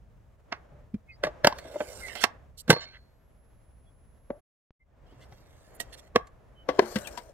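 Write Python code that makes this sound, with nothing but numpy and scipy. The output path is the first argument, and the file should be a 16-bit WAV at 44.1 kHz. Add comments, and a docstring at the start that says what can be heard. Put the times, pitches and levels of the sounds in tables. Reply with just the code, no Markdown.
"""A kick scooter hops onto a concrete ledge, grinds along it, lands hard and rolls off. Then the sound breaks
off into a short silence and fades back in as the scooter clacks up a bank and is spun in the air. Wheels thud
under the rider's weight, bare metal clacks and rings, and sliding shakes the deck (the board you stand on).
Ramps and fences echo the scooter and a few faint birds. Behind it all lie a low outdoor rumble, the roar of a
distant town and a thin, high whine."""
import sys
import numpy as np
from scipy import signal
from scipy.fft import rfft, irfft, next_fast_len
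from scipy.io import wavfile
from scipy.ndimage import uniform_filter1d, map_coordinates

SR = 44100
rng = np.random.default_rng(int(sys.argv[2]) if len(sys.argv) > 2 else 0)


def generate_wav(signal):
    """Clip the signal to [-1, 1] and save it as 16-bit WAV at the path in sys.argv[1]."""
    frames = np.transpose(np.atleast_2d(signal))
    scaled = np.clip(frames, -1, 1) * 32767
    pcm = np.round(scaled).astype(np.int16)
    wavfile.write(sys.argv[1], SR, pcm)


N = 323253
TIME = np.arange(N) / SR
SIDES = np.array([[1], [-1]])  # left, right
PAUSE_START_S, PAUSE_END_S = 4.403, 4.799  # the silence between the two runs


def amp(db):
    """Turns decibels into a number to multiply by."""
    return 10 ** (np.asarray(db) / 20)


def unit_level(x):
    """Scales x to an average (rms) level of 1."""
    return x / np.sqrt(np.mean(x ** 2) + 1e-20)


def at_pitch(points, hz):
    """Looks up a value between the pitches of a table."""
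    pitches, values = np.transpose(points)
    return np.interp(np.log(hz + 1), np.log(pitches), values)


def band(x, low_hz, high_hz, order=3):
    """Keeps the sound between two pitches."""
    return signal.sosfilt(signal.butter(order, [low_hz, high_hz], "band", fs=SR, output="sos"), x)


def coloured(x, points):
    """Makes each pitch louder or softer, as a table says."""
    size = next_fast_len(N)
    gain = amp(at_pitch(points, np.fft.rfftfreq(size, 1 / SR)))
    return irfft(rfft(x, size) * gain, size)[:, :N]


def drift(size, rate_hz):
    """A smooth random wobble."""
    knots = rng.standard_normal(4096)
    return unit_level(map_coordinates(knots, [np.arange(size) * rate_hz / SR], order=2, mode="wrap"))


def burst(t, rise_s, decay_s):
    """The loudness of one hit: quickly up, then dying away."""
    return (1 - np.exp(-(t / rise_s) ** 2)) * np.exp(-t / decay_s)


def add(mix, start_s, sound):
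    """Mixes in a stereo sound."""
    part = mix[:, round(start_s * SR):][:, :sound.shape[1]]
    part += sound[:, :part.shape[1]]


def place(x, left_db, shadow_hz=950, scatter_db=-11):
    """Puts a sound left or right: the far side of the phone hears it duller and later."""
    size = next_fast_len(len(x) + 192)
    hz = np.fft.rfftfreq(size, 1 / SR)
    treble = hz ** 2 / (hz ** 2 + shadow_hz ** 2)
    gain = amp(SIDES * left_db / 2 * treble)
    gain /= np.sqrt(np.mean(gain ** 2, 0))
    detour = 1 + 1.5 / (1 + (hz / 700) ** 2)  # low sounds bend round the phone, a longer way
    lag_samples = 16 - SIDES * np.clip(1.55 * left_db, -4, 4) / 2 * detour
    hand_scatter = amp(scatter_db) * treble * rfft(rng.standard_normal((2, 100)) / 10, size)
    paths = (1 + hand_scatter) * np.exp(-2j * np.pi * hz * lag_samples / SR)
    return irfft(rfft(x, size) * gain * paths, size)


# The tone of the rumble and of the roar: pitch_hz, level_db
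RUMBLE_TONE = [(12, -38), (20, -9), (38, -1), (65, 2.5), (97, -6.5), (124, -4), (150, -11.5), (189, -14),
               (300, -24), (390, -54), (660, -120)]
ROAR_TONE = [(120, -12), (250, -3), (400, -0.5), (650, 1.5), (1000, -5), (1700, -8), (2500, -15),
             (4500, -25.5), (8000, -28.5), (15000, -25)]
# Stretches of rolling: start_s, end_s, lift_db
ROLLS = [(0.51, 0.785, 8), (1.272, 2.3, 15), (2.732, 2.823, 10), (4.9, 7.33, 6), (5.2, 5.355, 9.5),
         (5.72, 5.98, 11.5), (6.734, 7.12, 19)]
def air_and_rolling(rumble_db=-59, roar_db=-68, rise_db_per_s=110, fall_db_per_s=63):
    """A lumpy rumble and the wider roar of town and wheels; both swell while the wheels roll."""
    lift_db = np.zeros(N)
    for start_s, end_s, db in ROLLS:
        before_db = rise_db_per_s * np.maximum(start_s - TIME, 0)
        after_db = fall_db_per_s * np.maximum(TIME - end_s, 0)
        lift_db = np.maximum(lift_db, db - before_db - after_db)
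    rumble_middle, rumble_side, roar_middle, roar_side = rng.standard_normal((4, N))
    rumble = unit_level(coloured(rumble_middle + 0.4 * SIDES * rumble_side, RUMBLE_TONE))
    rumble *= amp(rumble_db + 0.27 * lift_db + 1.6 * drift(N, 9.3))
    roar = unit_level(coloured(roar_middle + 0.67 * SIDES * roar_side, ROAR_TONE))
    roar *= amp(roar_db + 0.88 * drift(N, 40))
    wheels = band(roar[:, ::-1], 200, 3000, order=1) * np.sqrt(amp(lift_db) ** 2 - 1)
    fade_in_db = 71.5 * np.minimum(TIME - 5.026, 0) * (TIME > PAUSE_START_S + .1)  # after the pause
    return (rumble + roar + wheels) * amp(fade_in_db)


# How loud the whine is: time_s, level_db
WHINE_LEVELS = [(0, -93.5), (2.9, -91.5), (3.4, -76), (4.4, -74.5), (4.8, -105), (6.6, -84.5), (7.33, -89)]
def whine(rest_hz=10980, top_hz=11375, slide_hz_per_s=760, peaks_s=(3.15, 4.6, 6.75)):
    """A faint high tone that now and then climbs and slides back."""
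    from_peak_s = np.min([abs(TIME - s) for s in peaks_s], 0)
    hz = np.maximum(top_hz - slide_hz_per_s * from_peak_s, rest_hz)
    level_db = np.interp(TIME, *np.transpose(WHINE_LEVELS))
    return np.sqrt(2) * amp(level_db) * np.sin(2 * np.pi * np.cumsum(hz) / SR)


# The scooter's path (below zero is to the right): time_s, left_db
PATH = [(.5, -6), (1.75, -1), (1.9, -19), (2.15, -18.5), (2.3, -14.5), (2.8, -5.5), (4.3, 2.5), (5.3, -1),
        (5.8, -13), (6.2, -4), (6.68, 17), (6.85, 14), (7.2, 20.5)]
def scooter_side(time_s):
    """How far to the left the scooter sounds."""
    return np.interp(time_s, *np.transpose(PATH))


# The notes of the deck pressed on the ledge: pitch_hz, width_hz, level_db
DECK_NOTES = [(600, 150, 6), (1126, 51, -11.5), (1570, 390, -11.5), (1690, 420, -12.5), (2020, 130, -9.5),
              (2720, 230, -13.5), (3120, 340, -16), (3666, 350, -19.5), (4220, 200, -19),
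              (5504, 190, -22.5), (7100, 370, -22), (8320, 240, -21), (9270, 120, -17.5), (10280, 150, -19),
              (12700, 440, -22)]
def through_deck(x, direct_db=-28):
    """The deck boosts its own notes and lets a little sound straight through."""
    hz = np.fft.rfftfreq(len(x), 1 / SR)
    notes = sum(amp(db) / (1 + 2j * (hz - pitch) / width) for pitch, width, db in DECK_NOTES)
    return irfft(rfft(x) * (amp(direct_db) + notes), len(x))


# The borders of a hit's five ranges (thud, knock, clank, crack, fizz): edge_hz
HIT_EDGES = [90, 300, 800, 2500, 6000, 15500]
def hit(start_s, levels_db, notes_hz, decay_s, clank_share, rise_s=0.0014, lead_s=.02):
    """One impact: three dying notes under a hollow clatter that dies faster in the treble."""
    clock = np.arange(SR // 5) / SR - lead_s
    t = np.maximum(clock, 0)
    level_scale = np.sqrt(.02 * SR / len(t))  # levels count as if the hit lasted 20 ms
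    squeeze = amp(-18) * np.exp(-abs(clock) / .0027)  # the tyre gives before the hard contact
    chatter = amp(-26) * burst(t, rise_s, 0.017)  # loose steering parts and bearings
    rises_s = [2 * rise_s, rise_s, rise_s, 0.00044, 0.00044]
    decays_s = decay_s * np.array([1, 1.3, 1, 0.94, 0.94])
    note_shares = [0.94, 0.741, clank_share]
    out = np.zeros(len(t))
    for k, level_db in enumerate(levels_db):
        shape = squeeze + burst(t, rises_s[k], decays_s[k])
        clatter = rng.standard_normal(len(t)) * (shape + chatter)
        if k >= 2:  # clank, crack and fizz sound hollow
            clatter = through_deck(clatter, direct_db=-15.5 if k == 2 else -23)
        part = unit_level(band(clatter, *HIT_EDGES[k:k + 2], order=5 if k >= 2 else 3))
        if k < 3:  # thud, knock and clank each hold a note
            note = unit_level(shape * np.sin(2 * np.pi * notes_hz[k] * clock))
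            noise = unit_level(part - note * np.mean(part * note))
            part = np.sqrt(note_shares[k]) * note + np.sqrt(1 - note_shares[k]) * noise
        out += amp(level_db) * level_scale * unit_level(part)
    return start_s - lead_s, place(out, scooter_side(start_s))


# Deck and fork clacking: start_s, strength_db, hardness_db, clank_hz, decay_s,
# clank_share (0 is all noise, 1 is a clear note)
CLACKS = [(0.524, -30.5, -14.5, 1765, 0.0012, 0), (1.524, -36.5, -13, 1026, 0.00375, 0.87),
          (1.584, -45, 8, 1850, 0.0082, 0.21), (2.082, -42, -3.5, 2210, .009, .8),
          (2.1516, -36, 2.5, 2070, .013, .55), (2.2377, -17.5, 2, 1851, 0.0046, .3),
          (5.8001, -33.5, 10, 1907, 0.0089, 0.96), (6.27, -64, 10.5, 1847, 0.0059, 0.22),
          (7.071, -42.5, 12, 2430, 0.0074, 0.51), (7.174, -36.5, 2.5, 968, 0.0107, 0.75)]
def metal_clack(start_s, strength_db, hardness_db, clank_hz, decay_s, clank_share):
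    """Bare metal hits with little weight behind it; harder hits have more crack and fizz."""
    tone_db = np.array([-20, -11, 0, -8, -17.5]) + hardness_db * np.array([0, 0, 0, 0.34, 1.4])
    return hit(start_s, strength_db + tone_db, (230, 697, clank_hz), decay_s, clank_share)


# Dull knocks and thumps (wheel strikes, shoe thumps and judders in the grind):
# start_s, strength_db, weight_db, hardness_db, thud_hz, knock_hz, clank_hz, decay_s
KNOCKS = [(0.717, -54, 11, -31, 137, 590, 823, 0.069), (0.9409, -59.5, 38.5, 7.5, 207, 349, 2370, .007),
          (1.236, -24.5, -16, 1.5, 227, 594.3, 1540, 0.0024),
          (1.2449, -32.5, -2.5, 4, 184, 623, 1690, .0094), (1.267, -30.5, -10, -5.5, 139, 604, 1170, .0099),
          (1.445, -17, -6.5, 3, 138.3, 603, 1700, 0.0047), (1.4702, -19, 0, 10.5, 233, 590, 896.7, 0.0024),
          (1.6507, -42.5, -3, -19, 266, 645.4, 2121, 0.026), (1.741, -41, -9, -19, 270, 593.8, 2083, .012),
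          (1.7565, -30.5, -13.5, -42, 281, 593.2, 2097, 0.0057),
          (1.8036, -25.5, -14, -11, 208, 601, 1536, 0.0075),
          (2.2388, -32, -12, 5.5, 185, 767.8, 1000, .009), (2.678, -38.5, 9.5, 6.5, 187, 493, 1594, 0.023),
          (2.6959, -19, 9.5, -7.5, 227, 343, 806, 0.0044),
          (2.7012, -16.5, 5.5, 12.5, 166.1, 484, 1550, 0.00724),
          (2.7267, -27.5, 6.5, 6.5, 150, 457, 928, 0.0059),
          (2.7633, -35, -6, -5.5, 144.7, 488.4, 1127, .005),
          (4.3024, -31, 0.5, -23, 244, 560, 1118, 0.00471), (5.122, -58.5, 7, -7, 281, 335.6, 886, 0.013),
          (5.322, -56.5, 10, 4, 131, 775, 820, 0.0059),
          (6.1583, -16.5, -0.5, 0.5, 247, 479.5, 1128, 0.00325),
          (6.6874, -22, -3, -4.5, 283, 508.7, 1125, 0.0096), (6.7917, -13, -10, -6, 300, 401, 1010, 0.0025),
          (6.818, -32, 1, -7, 223.4, 358.6, 803, 0.029), (6.957, -32.5, 15, 10, 210, 518, 1575, 0.01)]
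def dull_knock(start_s, strength_db, weight_db, hardness_db, thud_hz, knock_hz, clank_hz, decay_s):
    """The rider's weight feeds the thud; a hard contact feeds the treble."""
    tone_db = np.array([-9, -2, -3, -14, -27]) + hardness_db * np.array([0, 0, 0.55, 1, 1.4])
    tone_db[0] += weight_db
    return hit(start_s, strength_db + tone_db, (thud_hz, knock_hz, clank_hz), decay_s, clank_share=0.52)


# Bird notes: start_s, length_s, first_hz, last_hz, level_db, rasp (0 to 1)
BIRD_NOTES = [(1.067, 0.0901, 2176, 2070, -57, 0.6), (1.082, 0.044, 2495, 2565, -53, 0.38),
              (1.105, 0.075, 4430, 5014, -69.5, 1), (3.845, 0.072, 3354, 3360, -77, 0),
              (4.79, 0.057, 2126, 2068, -70.5, 0.27), (5.06, 0.083, 2637, 3280, -75, 0.3),
              (6.541, .12, 3071, 3002, -64.5, 0.08), (7.238, 0.085, 5800, 6000, -83, 0.29)]
def chirp(start_s, length_s, first_hz, last_hz, level_db, rasp, left_db=-2):
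    """A gliding whistle; a fluttering pitch makes it raspy."""
    size = int(length_s * SR)
    hz = np.linspace(first_hz, last_hz, size) * (1 + 0.029 * rasp * drift(size, 650))
    whistle = np.hanning(size) * np.sin(2 * np.pi * np.cumsum(hz) / SR)
    return start_s, place(amp(level_db) * unit_level(whistle), left_db)


def grit(size, spread_db=2.5, grain_hz=700):
    """Noise that catches and slips on the grain of the concrete."""
    return rng.standard_normal(size) * amp(spread_db * drift(size, grain_hz))


def wander(x, spread_db=5):
    """As the contact point slides, different notes come and go."""
    spectrum = signal.stft(x, nperseg=512)[2]
    blur = np.outer(np.hanning(5), np.hanning(25))
    patches = unit_level(signal.convolve2d(rng.standard_normal(spectrum.shape), blur, "same"))
    return signal.istft(spectrum * amp(spread_db * patches), nperseg=512)[1][:len(x)]


# The grind, the rattle after landing, the wheels coming back, the whirr on the bank and in the air:
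# start_s, peak_s, end_s, groan_db, rasp_db, hiss_db, rise_db_per_s, fall_db_per_s
RUBS = [(1.5, 1.88, 2.235, -52, -55.5, -57, 48, -4.5), (2.766, 2.782, 3.0, -60, -51, -86.5, 11.5, 94),
        (5.047, 5.243, 6.1, -77, -73, -78, 58, -1.5), (6.705, 6.923, 7.33, -44.5, -53, -53, 109, 53.5)]
def rub(start_s, peak_s, end_s, groan_db, rasp_db, hiss_db, rise_db_per_s, fall_db_per_s):
    """Sliding metal and spinning wheels shake the deck: the groan starts at once, the hiss builds."""
    t = np.arange(start_s, end_s, 1 / SR)
    before_db = rise_db_per_s * np.maximum(peak_s - t, 0)
    after_db = fall_db_per_s * np.maximum(t - peak_s, 0)
    judder = amp(1.47 * drift(len(t), 66))
    scrape = wander(through_deck(grit(len(t)) * judder))
    groan = unit_level(band(scrape, 400, 1400)) * amp(groan_db - 0.5 - .02 * before_db - .88 * after_db)
    rasp = unit_level(band(scrape, 1400, 5000)) * amp(rasp_db + 3 - .3 * before_db - .95 * after_db)
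    hiss = unit_level(band(scrape, 5000, 15500)) * amp(hiss_db + 5.5 - 1.02 * before_db - .93 * after_db)
    out = (groan + rasp + hiss) * signal.windows.tukey(len(t), .05)
    return start_s, place(out, np.mean(scooter_side(t)))


# One squeal: start_s, length_s, first_hz, last_hz, level_db, rasp (0 to 1), left_db
SQUEAL = (2, 0.1, 2182.5, 1897, -43.5, 0.8, -6)
def deck_squeal():
    """The deck gives a falling, raspy whistle near the end of the ledge."""
    return chirp(*SQUEAL)


# Short gritty scrapes, rattles and hisses of the scooter: start_s, length_s, level_db, low_hz, high_hz
SCRAPES = [(2.074, 0.097, -46, 1690, 2961), (2.146, .093, -43, 1750, 4600),
           (2.199, 0.064, -33, 1610, 13900), (2.568, 0.0566, -47, 4180, 14000),
           (2.69, 0.013, -38, 3500, 15300), (2.79, 0.073, -48, 980, 5970), (2.921, 0.061, -54, 1005, 3600),
           (4.31, 0.093, -54.5, 300, 1250), (5.201, 0.0549, -62, 1900, 15160),
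           (5.742, 0.032, -56.5, 9240, 15800), (5.919, 0.039, -49.5, 1970, 14100),
           (5.964, 0.047, -57, 1920, 14200), (6.982, 0.01, -45, 2980, 15600),
           (7.04, 0.0298, -47, 2630, 3200)]
def short_scrape(start_s, length_s, level_db, low_hz, high_hz):
    """A short swell of gritty noise through the deck."""
    size = int(length_s * SR)
    scrape = wander(through_deck(grit(SR // 3)))
    swell = band(scrape, low_hz, high_hz, order=4)[:size] * signal.windows.tukey(size, .7)
    return start_s, place(amp(level_db) * unit_level(swell), scooter_side(start_s))


# The frame's own notes: pitch_hz, level_db, ring_s (time to fade by 60 dB)
FRAME_NOTES = [(1085, -17, .45), (2050, -7, 0.23), (3020, -16.5, .45), (3705, -19.5, 0.4), (4225, 0, 0.49),
               (4312, 1.5, 0.38), (5426, -6.5, .18), (7400, -22, .2)]
def frame_ring(start_s=2.7014, level_db=-31, rise_s=.0014):
    """The hard landing sets the frame ringing."""
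    t = np.arange(SR * 3 // 4) / SR
    ring = sum(amp(db - 60 * t / ring_s) * np.sin(2 * np.pi * (hz * t + rng.random()))
               for hz, db, ring_s in FRAME_NOTES)
    return start_s, place(amp(level_db) * ring * (1 - np.exp(-t / rise_s)), scooter_side(start_s))


# How long the echoes last: pitch_hz, ring_s
ECHO_TIMES = [(100, 0.24), (500, 0.12), (1500, 0.3437), (4000, 0.22), (12000, 0.0462)]
# How loud they are: pitch_hz, level_db
ECHO_LEVELS = [(100, -35), (300, -21.5), (700, -12.5), (1600, -17), (2600, -25), (6000, -23),
               (14000, -26.5)]
def park_echoes(x, build_s=0.0032):
    """Sound bounces off ramps and fences, each pitch dying at its own speed."""
    bounces = rng.standard_normal((2, SR)) * (rng.random((2, SR)) < .08)
    hz, t, spectrum = signal.stft(bounces, SR, nperseg=256)
    fade = amp(-60 * t / at_pitch(ECHO_TIMES, hz)[:, None]) * (1 - np.exp(-(t / build_s) ** 2))
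    fade *= amp(at_pitch(ECHO_LEVELS, hz))[:, None] / np.sqrt(np.mean(fade ** 2, 1, keepdims=True))
    tail = signal.istft(spectrum * fade, SR, nperseg=256)[1] / np.linalg.norm(bounces[0])
    blended_sides = 0.62 * x + 0.36 * x[::-1]
    return signal.fftconvolve(blended_sides, tail[:, :SR * 3 // 4], axes=1)[:, :N]


def scene():
    """The scooter and birds with their echoes, over the open air."""
    background = air_and_rolling() + whine()
    near = np.zeros((2, N))
    for play, table in [(metal_clack, CLACKS), (dull_knock, KNOCKS), (chirp, BIRD_NOTES),
                        (rub, RUBS), (short_scrape, SCRAPES)]:
        for row in table:
            add(near, *play(*row))
    add(near, *deck_squeal())
    add(near, *frame_ring())
    return background + near + park_echoes(near)


# The tone of the phone's microphones: pitch_hz, gain_db
MIC_TONE = [(20, 1), (600, 1), (780, -2.5), (1000, -0.5), (1600, -2.5), (2600, -1.5), (4200, 0.5),
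            (6500, 3.5), (8000, 2), (10000, -4.5), (12500, -3), (16000, -7)]
def record(dry, pop_s=4.707, pop_db=-46, top_hz=16000):
    """Colours the sound, silences the pause but for one soft pop, and trims peaks and top treble."""
    sound_on = 1. * ((TIME < PAUSE_START_S) | (TIME > PAUSE_END_S))
    out = coloured(dry, MIC_TONE) * uniform_filter1d(sound_on, size=400)
    pop = amp(pop_db) * burst(TIME[:SR // 50], rise_s=0.00011, decay_s=0.0021)
    add(out, pop_s, np.tile(pop, (2, 1)))
    treble_cut = signal.firwin(511, top_hz, window=("kaiser", 9), fs=SR)
    return signal.oaconvolve(np.clip(out, -1, 1), treble_cut[None], "same")


dry = scene()
out = record(dry)
generate_wav(out)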